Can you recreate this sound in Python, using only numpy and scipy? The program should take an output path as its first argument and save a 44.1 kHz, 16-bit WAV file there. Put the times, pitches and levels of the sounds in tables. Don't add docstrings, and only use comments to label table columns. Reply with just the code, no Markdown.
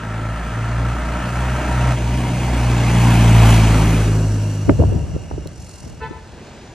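import sys
import numpy as np
from scipy import signal
from scipy.fft import rfft, irfft, next_fast_len
from scipy.io import wavfile
from scipy.ndimage import uniform_filter1d, map_coordinates

SR = 44100
rng = np.random.default_rng(int(sys.argv[2]) if len(sys.argv) > 2 else 0)


def put_to_file(sound):
    columns = np.atleast_2d(sound).T
    safe = np.clip(columns, -1, 1)
    whole_steps = np.round(safe * 32767)
    wavfile.write(sys.argv[1], SR, whole_steps.astype(np.int16))


N = 297227

BAY = [(612, 50, 2.5), (765, 62, -13), (942.7, 28, 1)]  # (Hz, width Hz, dB)
TAIL = [(2800, 260, 1), (4430, 92, -4), (5720, 370, -0.5), (7320, 250, -3)]  # (Hz, width Hz, dB)
# (Hz, dB per Hz)
GROWL = [(60, -17), (130, -4), (200, -3), (300, -2), (420, -8), (600, -14), (900, -56)]
KNOCK = [(300, -4), (480, 4), (700, 4.5), (1100, -2), (1700, -2.5), (2200, -20), (3200, -86)]
CLATTER = [(1400, -20), (2000, 3), (2600, 4), (3300, -1.5), (4300, -12.5), (5200, -15), (7000, -40)]
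HISS = [(3000, -17.5), (4300, -5), (5000, -8.5), (6300, -4), (7100, -6.5), (8500, -8), (10000, -13.5), (12000, -27)]
HUM = [(18, -36), (30, -2), (113, 4), (662, -6), (953, -8.5), (1200, -15), (1560, -12.5), (2190, -17), (7060, -23.5),
       (11000, -47), (15000, -84)]
ALIKE = [(300, 1), (500, 0.95), (900, 0.91), (1700, 1), (2800, 0.97), (4200, 0.82), (6000, 0.6), (10000, 0.96), (15000, 0.96)]  # (Hz, left-right likeness)
# (s, peak dB, top of the spectrum Hz, length s, thump under it dB)
POPS = [(4.696, -7.5, 1800, 0.0045, -12), (4.802, -13, 590, 0.019, 4.5), (4.822, -13.5, 700, 0.016, -17), (4.839, -15, 894, 0.01, -24), (4.924, -19, 576, 0.014, -20), (4.959, -20.5, 350, 0.025, 0), (5.166, -19.5, 500, 0.0077, -1), (5.314, -17.5, 1080, 0.0043, -8), (5.342, -33, 350, 0.011, 12), (5.382, -20, 520, 0.0074, -7), (5.461, -29.5, 594, 0.015, 7), (5.84, -32, 892, 0.0042, -15), (5.869, -32, 496, 0.017, -8), (6.113, -23.5, 360, 0.009, -4)]
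HORN_HZ = [441, 500]
HORN = [(-35, -42.5), (-36, -38.5), (-40, -41), (-39.5, -46.5), (-53, -51), (-51, -60), (-61, -56), (-59, -62), (-59, -63), (-56.5, -68)]
STREET = [(0.048, -12), (.095, -12.5), (.13, -15), (0.191, -23)]
TICK = [(5.473, -28.5, 4080)]
LOWEST_LEAD = 2.6
TOP_HZ = 15800
SIZZLE = [(8000, -40), (10000, -5), (11200, 0), (12500, -12), (14000, -14), (15800, -25)]
GUSTY = [(50, 0.87), (150, 0.68), (400, 0.2), (1200, 0.12)]
LEAD = [(300, 0), (700, -0.0045), (1500, -0.49), (2500, 0.53), (3150, 1), (3700, 0.98), (4600, -0.69), (5400, -1.05), (7100, -1.21), (15500, -1.52)]  # (Hz, radians the left port leads)
INTAKE = [(1240, 160, -2), (1328, 42, 2), (1427, 77, -3), (1576, 81, -3.5), (1770, 170, -5), (1950, 500, -6.5)]
# (s, firings a second as heard Hz, level dB of orders 1, 2, 3)
NOTE = [(0, 56, -39, -35, -38), (.08, 55.2, -32.5, -27, -37.5), (.5, 56.07, -22, -22, -36), (.92, 59.54, -21.5, -22, -34),
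        (1.08, 58.2, -23, -28.5, -34), (1.4, 61.44, -22, -24.5, -33), (1.9, 62.06, -19, -16.5, -31.5), (2.06, 58.47, -21.5, -21.5, -34.5),
        (2.18, 62.1, -16, -22, -33), (2.6, 60.04, -18.5, -20, -28), (3.0, 58.88, -20, -13.5, -19), (3.43, 56.16, -12.5, -8.5, -21),
        (3.8, 54.43, -15.5, -16.5, -21), (4.3, 52.4, -24.5, -17, -25), (4.6, 51.23, -39, -22, -29.5), (4.9, 49.5, -35, -21, -38),
        (5.25, 48.24, -42, -38, -54), (5.75, 43.9, -60.5, -53, -67), (5.95, 40.4, -63, -52, -57), (6.74, 40.7, -72, -66, -66)]
# (s, depth dB, half width s)
FADES = [[(.58, -8, 0.13), (1.27, -9, .07), (1.62, -5, 0.055), (1.97, -5, 0.041), (2.31, -12, 0.13), (2.84, -3, 0.078)],
         [(.44, -18, 0.082), (1.0, -19, 0.057), (1.09, -2, 0.054), (1.2, -14, 0.034), (1.65, -13, 0.068), (1.99, -8, .03), (2.52, -3.5, .05)],
         [(1.08, -4, 0.067), (1.62, -8, .04), (1.96, -13, .03), (2.55, -7, 0.064), (2.85, -8, 0.066), (4.3, -12, .02)],
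         [(.7, -6, 0.13), (1.0, -5, 0.063), (1.68, -14, 0.041), (2.8, -8, 0.071), (4.3, -10, 0.38)]]
LIFT_S, LIFT_TAKES_S = 1.94, .012
TURN_S, TURN_TAKES_S = 4.104, 0.1
GONE_S, GONE_TAKES_S = 6.0, 0.099
DIP_AHEAD_HZ, DIP_BEHIND_HZ, DIP_S, DIP_TAKES_S = 471, 814, 3.92, 0.67
# (s, rumble dB, hold s, dies away dB/s, flutter against the rumble dB, flutter dies dB/s)
GUSTS = [(4.695, -13.5, 0.005, 179, 7.5, 800), (4.794, -11.5, 0.012, 50, -11, 57), (5.149, -20, 0.011, 1000, -9.5, 999.5),
         (5.322, -27.5, 0.084, 96, -18, 78), (5.59, -34.5, 0.05, 300, -18, 303), (5.738, -37.5, 0.0088, 500, -24, 500),
         (5.82, -34.5, 0.084, 60, -12, 150), (6.018, -34, .02, 45, -17, 50), (6.34, -45, 0.021, 58, -24, 60)]
BLIP_S, BLIP_ATTACK_S, BLIP_HOLD_S, BLIP_RELEASE_S = 5.997, .022, 0.044, 0.028
CHUFF_S, CHUFF_DB, CHUFF_RISES, CHUFF_HOLD_S, CHUFF_FALLS = 5.62, -47, 91, 0.19, 73
CLATTER_LAW, HISS_LAW, SIZZLE_LAW = (-25.5, 1.31, 4, -0.1, -13, 0), (-30.5, 1.2, 3.5, 1.5, -2, -4), (-39, 1.8, 4.5, 0.5, -2.5, -4)
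GUST_RISES, FLUTTER_RISES, CALM_DB = 385, 1310, -55.5
FOURTH_DB = -6
# (s, dB)
DISTANCE = [(0, -17), (.9, -14), (1.3, -12.5), (1.95, -9.5), (2.25, -8.5), (2.7, -6), (3.05, -2.5), (3.3, -1.5), (3.47, 0),
            (3.76, -3), (4.06, -5.5), (4.6, -9.5), (5.6, -16.5), (6.74, -14)]
# (level abreast dB, dB per dB of distance loss, gain under load dB, which builds up dB/s,
# seen from behind dB, further fall dB/s)
GROWL_LAW, KNOCK_LAW = (-22, 0.78, 0.5, 0.5, 1.5, -11.5), (-21.5, 1.2, 5.5, .5, -5.5, -4)
BAY_LAW = (-33.5, .35, 6, 5, -3, -9)
INTAKE_LAW = (-30.5, 0.36, 3, 1, 0, 0)
REAR_LATE_S = 0.044
TAIL_DB, TAIL_S, TAIL_TAKES_S = 5.5, 4.17, .15
MIRROR_LOST = 0.64


def amp(db):
    return 10 ** (np.asarray(db) / 20)


def unit(x):
    return x / np.sqrt(np.mean(x ** 2) + 1e-20)


def along(points, hz):
    f, v = np.transpose(points)
    return np.interp(np.log(hz + 1), np.log(f + 1), v)


def curves(rows):
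    s, *cols = np.transpose(rows)
    return [np.interp(np.arange(N) / SR, s, c) for c in cols]


def wobble(rate):
    return map_coordinates(rng.standard_normal(int(N * rate / SR) + 4), [np.arange(N) * rate / SR])


def filtered(x, response):
    m = next_fast_len(N + 8192)
    return irfft(rfft(x, m) * response(np.fft.rfftfreq(m, 1 / SR)), m)[..., :N]


def rush(gain, throb=1, alike=ALIKE, patchy_db=1.5):
    turn = lambda hz: np.arccos(np.clip(along(alike, hz), -1, 1)) / 2
    z = signal.stft(rng.standard_normal((2, N)), nperseg=512)[2]
    field = uniform_filter1d(uniform_filter1d(rng.standard_normal(z.shape[1:]), size=4, axis=0), size=8, axis=1)
    pair = signal.istft(z * amp(patchy_db * unit(field)), nperseg=512)[1][:, :N] * throb
    mid, side = filtered(pair, lambda hz: gain(hz) * [np.cos(turn(hz)), np.sin(turn(hz))])
    return unit(np.array([mid + side, mid - side]))


def shape(points):
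    return lambda hz: amp(along(points, hz))


def resonances(modes):
    return lambda f: np.sqrt(sum((amp(db) * f * w) ** 2 / ((c * c - f * f) ** 2 + (f * w) ** 2) for c, w, db in modes)) ** 2


def car():
    firing_hz, *plain_db = curves(NOTE)
    t = np.arange(N) / SR
    order_db = [db + sum(depth * np.exp(-((t - s) / width) ** 2) for s, depth, width in fades)
                for db, fades in zip(plain_db + [plain_db[2] + FOURTH_DB], FADES)]
    turn = 2 * np.pi * np.cumsum(firing_hz) / SR
    note = sum(np.sqrt(2) * amp(db + 0.65 * wobble(15)) * np.cos((k + 1) * turn + 0.084 * (k + 1) * wobble(9.2) + (k == 0) * LOWEST_LEAD)
               for k, db in enumerate(order_db))
    growl_db, knock_db, clatter_db = [
        passing_db(*law) for law in (GROWL_LAW, KNOCK_LAW, CLATTER_LAW)]
    hiss_db, sizzle_db = [passing_db(*law, late=REAR_LATE_S) for law in (HISS_LAW, SIZZLE_LAW)]
    loaded = amp(passing_db(*INTAKE_LAW)) * (1 - step(LIFT_S, LIFT_TAKES_S))
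    bay = amp(passing_db(*BAY_LAW) - knock_db)
    tail = amp(TAIL_DB) * step(TAIL_S, TAIL_TAKES_S) * (1 - step(GONE_S, GONE_TAKES_S))
    firing = (turn / (2 * np.pi)).astype(int)
    size = amp(np.array([4.4, -1.0, 5.5, -1.5])[firing % 4] + 2.0 * rng.standard_normal(firing[-1] + 1)[firing])
    puff = size * np.exp(0.52 * np.cos(turn))
    throb = 1 + 0.24 * unit(puff)
    level = throb / np.sqrt(uniform_filter1d(throb ** 2, size=SR // 8))
    shake = 0.15 * wobble(9)
    halves = sum(amp(6.0 * wobble(4.7) - 1.7 * k) * np.sin(k / 2 * turn + 0.95 * wobble(6)) for k in range(5, 15))
    growl = amp(growl_db + shake + 0.16 * wobble(6.8)) * (rush(shape(GROWL), level) + amp(-7.0) * unit(halves))
    knock = amp(knock_db + shake) * (rush(shape(KNOCK), level) + bay * rush(resonances(BAY), level) + amp(-12.0) * (rattles(count=3000) + np.array([[.35], [-.35]]) * rattles(count=2000)))
    blown = unit(filtered(size * np.diff(firing, prepend=0), resonances(INTAKE)))
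    intake = loaded * (steady(rush(resonances(INTAKE), level, patchy_db=0.5), .04) + 0.3 * blown)
    clatter = amp(clatter_db + shake) * (rush(shape(CLATTER), level) + amp(-6.5) * rattles(count=500) + tail * rush(resonances(TAIL), level))
    hiss = amp(hiss_db + shake) * rush(shape(HISS), level)
    sizzle = amp(sizzle_db + shake + 1.5 * wobble(6)) * rush(shape(SIZZLE), level)
    chuff = amp(swell_db(CHUFF_S, CHUFF_DB, CHUFF_RISES, CHUFF_HOLD_S, CHUFF_FALLS)) * rush(shape([(2500, -30), (4200, -3), (6000, 0.5), (8500, -3.5), (11000, -11.0), (15000, -32)]), 0.13 + np.sqrt(size) * np.exp(0.52 * np.cos(turn)))
    return note + mirrored(growl + knock, share=0.41) + intake + clatter + hiss + sizzle + chuff


def wake():
    gusts = np.array([amp(swell_db(s, db, GUST_RISES, hold, dies)) for s, db, hold, dies, *_ in GUSTS])
    flaps = np.array([amp(swell_db(s, db + over_db, FLUTTER_RISES, hold, dies)) for s, db, hold, _, over_db, dies in GUSTS])
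    stir = amp(CALM_DB) * step(GUSTS[0][0], .02)
    rolling = np.sqrt(np.sum(gusts ** 2, 0)) + stir
    flapping = np.sqrt(np.sum(flaps ** 2, 0)) + stir
    lumps = amp(2.0 * wobble(35))
    rumble = rush(shape([(25, -39), (45, -4.5), (70, 6), (110, 1), (170, -3), (260, -27), (500, -76)]), 1, GUSTY)
    flutter = rush(shape([(120, -29), (220, 6.5), (400, 2.5), (750, -5.5), (1300, -47), (3000, -74)]), lumps, GUSTY)
    out = rolling * steady(rumble, 0.052) + flapping * flutter
    t = np.arange(-SR // 10, SR // 10) / SR
    for s, db, top_hz, length, thump_db in POPS:
        gust = rng.standard_normal(len(t)) + np.array([[.7], [-.7]]) * rng.standard_normal(len(t))
        sos = signal.butter(3, [190, top_hz], "bandpass", fs=SR, output="sos")
        pop = steady(unit(signal.sosfilt(sos, signal.lfilter([1], [1, -.96], gust))), 0.0066)
        low = signal.butter(2, [55, 170], "bandpass", fs=SR, output="sos")
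        pop = pop + amp(thump_db) * steady(unit(signal.sosfilt(low, gust)), 0.012)
        swell = np.where(t < 0, np.exp(-(t / length * 2.15) ** 2), np.exp(-np.abs(t) / length * 1.96))
        out[:, round(s * SR) - SR // 10:][:, :len(t)] += amp(db) * pop * swell
    return out


def horn():
    since = np.arange(N) / SR - BLIP_S
    on = np.minimum(since / BLIP_ATTACK_S, 1 - (since - BLIP_ATTACK_S - BLIP_HOLD_S) / BLIP_RELEASE_S)
    blip_db = 20 * np.log10(np.clip(on, 0, 1) ** 1.4 + 1e-9)
    t = np.cumsum(1 + .0006 * np.clip(blip_db, -30, 0)) / SR
    tone = sum(np.sqrt(2) * amp(db + 3.8 * wobble(50)) * np.sin(2 * np.pi * (k + 1) * hz * t + .5 * wobble(30) + k * k)
               for k, pair in enumerate(HORN) for hz, db in zip(HORN_HZ, pair))
    blip = tone * amp(blip_db)
    fronts = sum(amp(db) * np.roll(blip, round(s * SR)) for s, db in STREET)
    tail = rng.standard_normal((2, SR // 2)) * amp(-60 * np.arange(SR // 2) / SR / 0.5)
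    wash = signal.fftconvolve(blip[None], tail / np.linalg.norm(tail[0]), axes=1)[:, :N]
    return blip + fronts + amp(-12) * np.roll(wash, SR // 25, axis=1)


def grit():
    out, t = np.zeros(N), np.arange(SR // 50) / SR
    for s, db, hz in TICK:
        crack = signal.lfilter([1, 0, -1], [1, -1.1, .55], rng.standard_normal(len(t))) * amp(-60 * t / .007 - 8)
        out[round(s * SR):][:len(t)] += amp(db) * (np.sin(2 * np.pi * hz * t) * amp(-60 * t / 0.01) + crack)
    return out


def steady(x, seconds):
    return x / np.sqrt(np.abs(uniform_filter1d(uniform_filter1d(np.mean(x ** 2, 0), round(seconds * SR)), round(seconds * SR))) + 0.028)


def mirrored(x, share):
    dip_hz = DIP_AHEAD_HZ + (DIP_BEHIND_HZ - DIP_AHEAD_HZ) * step(DIP_S, DIP_TAKES_S)
    at = np.arange(N) - SR / 2 / dip_hz
    late = np.array([np.interp(at, np.arange(N), channel) for channel in x])
    seen = share * (1 - MIRROR_LOST * step(TAIL_S, TAIL_TAKES_S))
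    return x + seen * filtered(late, lambda hz: 1 / (1 + (hz / 1100) ** 4))


def rattles(count):
    when, pitch, size = rng.random((count, 3)).T
    hz, t = 600 * 6 ** pitch, np.arange(SR // 40) / SR
    rings = amp(9.0 * size ** 3)[:, None] * np.sin(2 * np.pi * hz[:, None] * t) * np.exp(-t * hz[:, None] / 9) * (1 - np.exp(-t / 0.0034))
    at = (when * N).astype(int)[:, None] + np.arange(len(t))
    return unit(np.bincount(at.ravel(), rings.ravel())[:N])


def step(s, takes):
    return .5 + .5 * np.tanh((np.arange(N) / SR - s) / takes)


def swell_db(s, db, rises, hold, falls):
    t = np.arange(N) / SR - s
    return db + rises * np.minimum(t, 0) - falls * np.maximum(t - hold, 0)




def passing_db(db, grows, load_db, builds, behind_db, falls, late=0):
    t = np.arange(N) / SR
    load = (load_db - builds * (LIFT_S - t)) * (1 - step(LIFT_S, LIFT_TAKES_S))
    return (db + grows * np.interp(t - late, *np.transpose(DISTANCE)) + load + behind_db * step(TURN_S, TURN_TAKES_S)
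            + falls * np.maximum(t - TURN_S, 0))


def scene():
    hum = amp(-43.5 + 5.0 * wobble(2.875)) * rush(shape(HUM))
    air = car() + horn() + grit() + hum
    ports = filtered(air, lambda hz: np.exp(.5j * along(LEAD, hz) * np.array([[1], [-1]])))
    return ports + wake()


def record(dry):
    soft = dry / (1 + np.abs(dry / .95) ** 6) ** (1 / 6)
    return filtered(soft, lambda hz: hz < TOP_HZ)


dry = scene()
out = record(dry)
put_to_file(out)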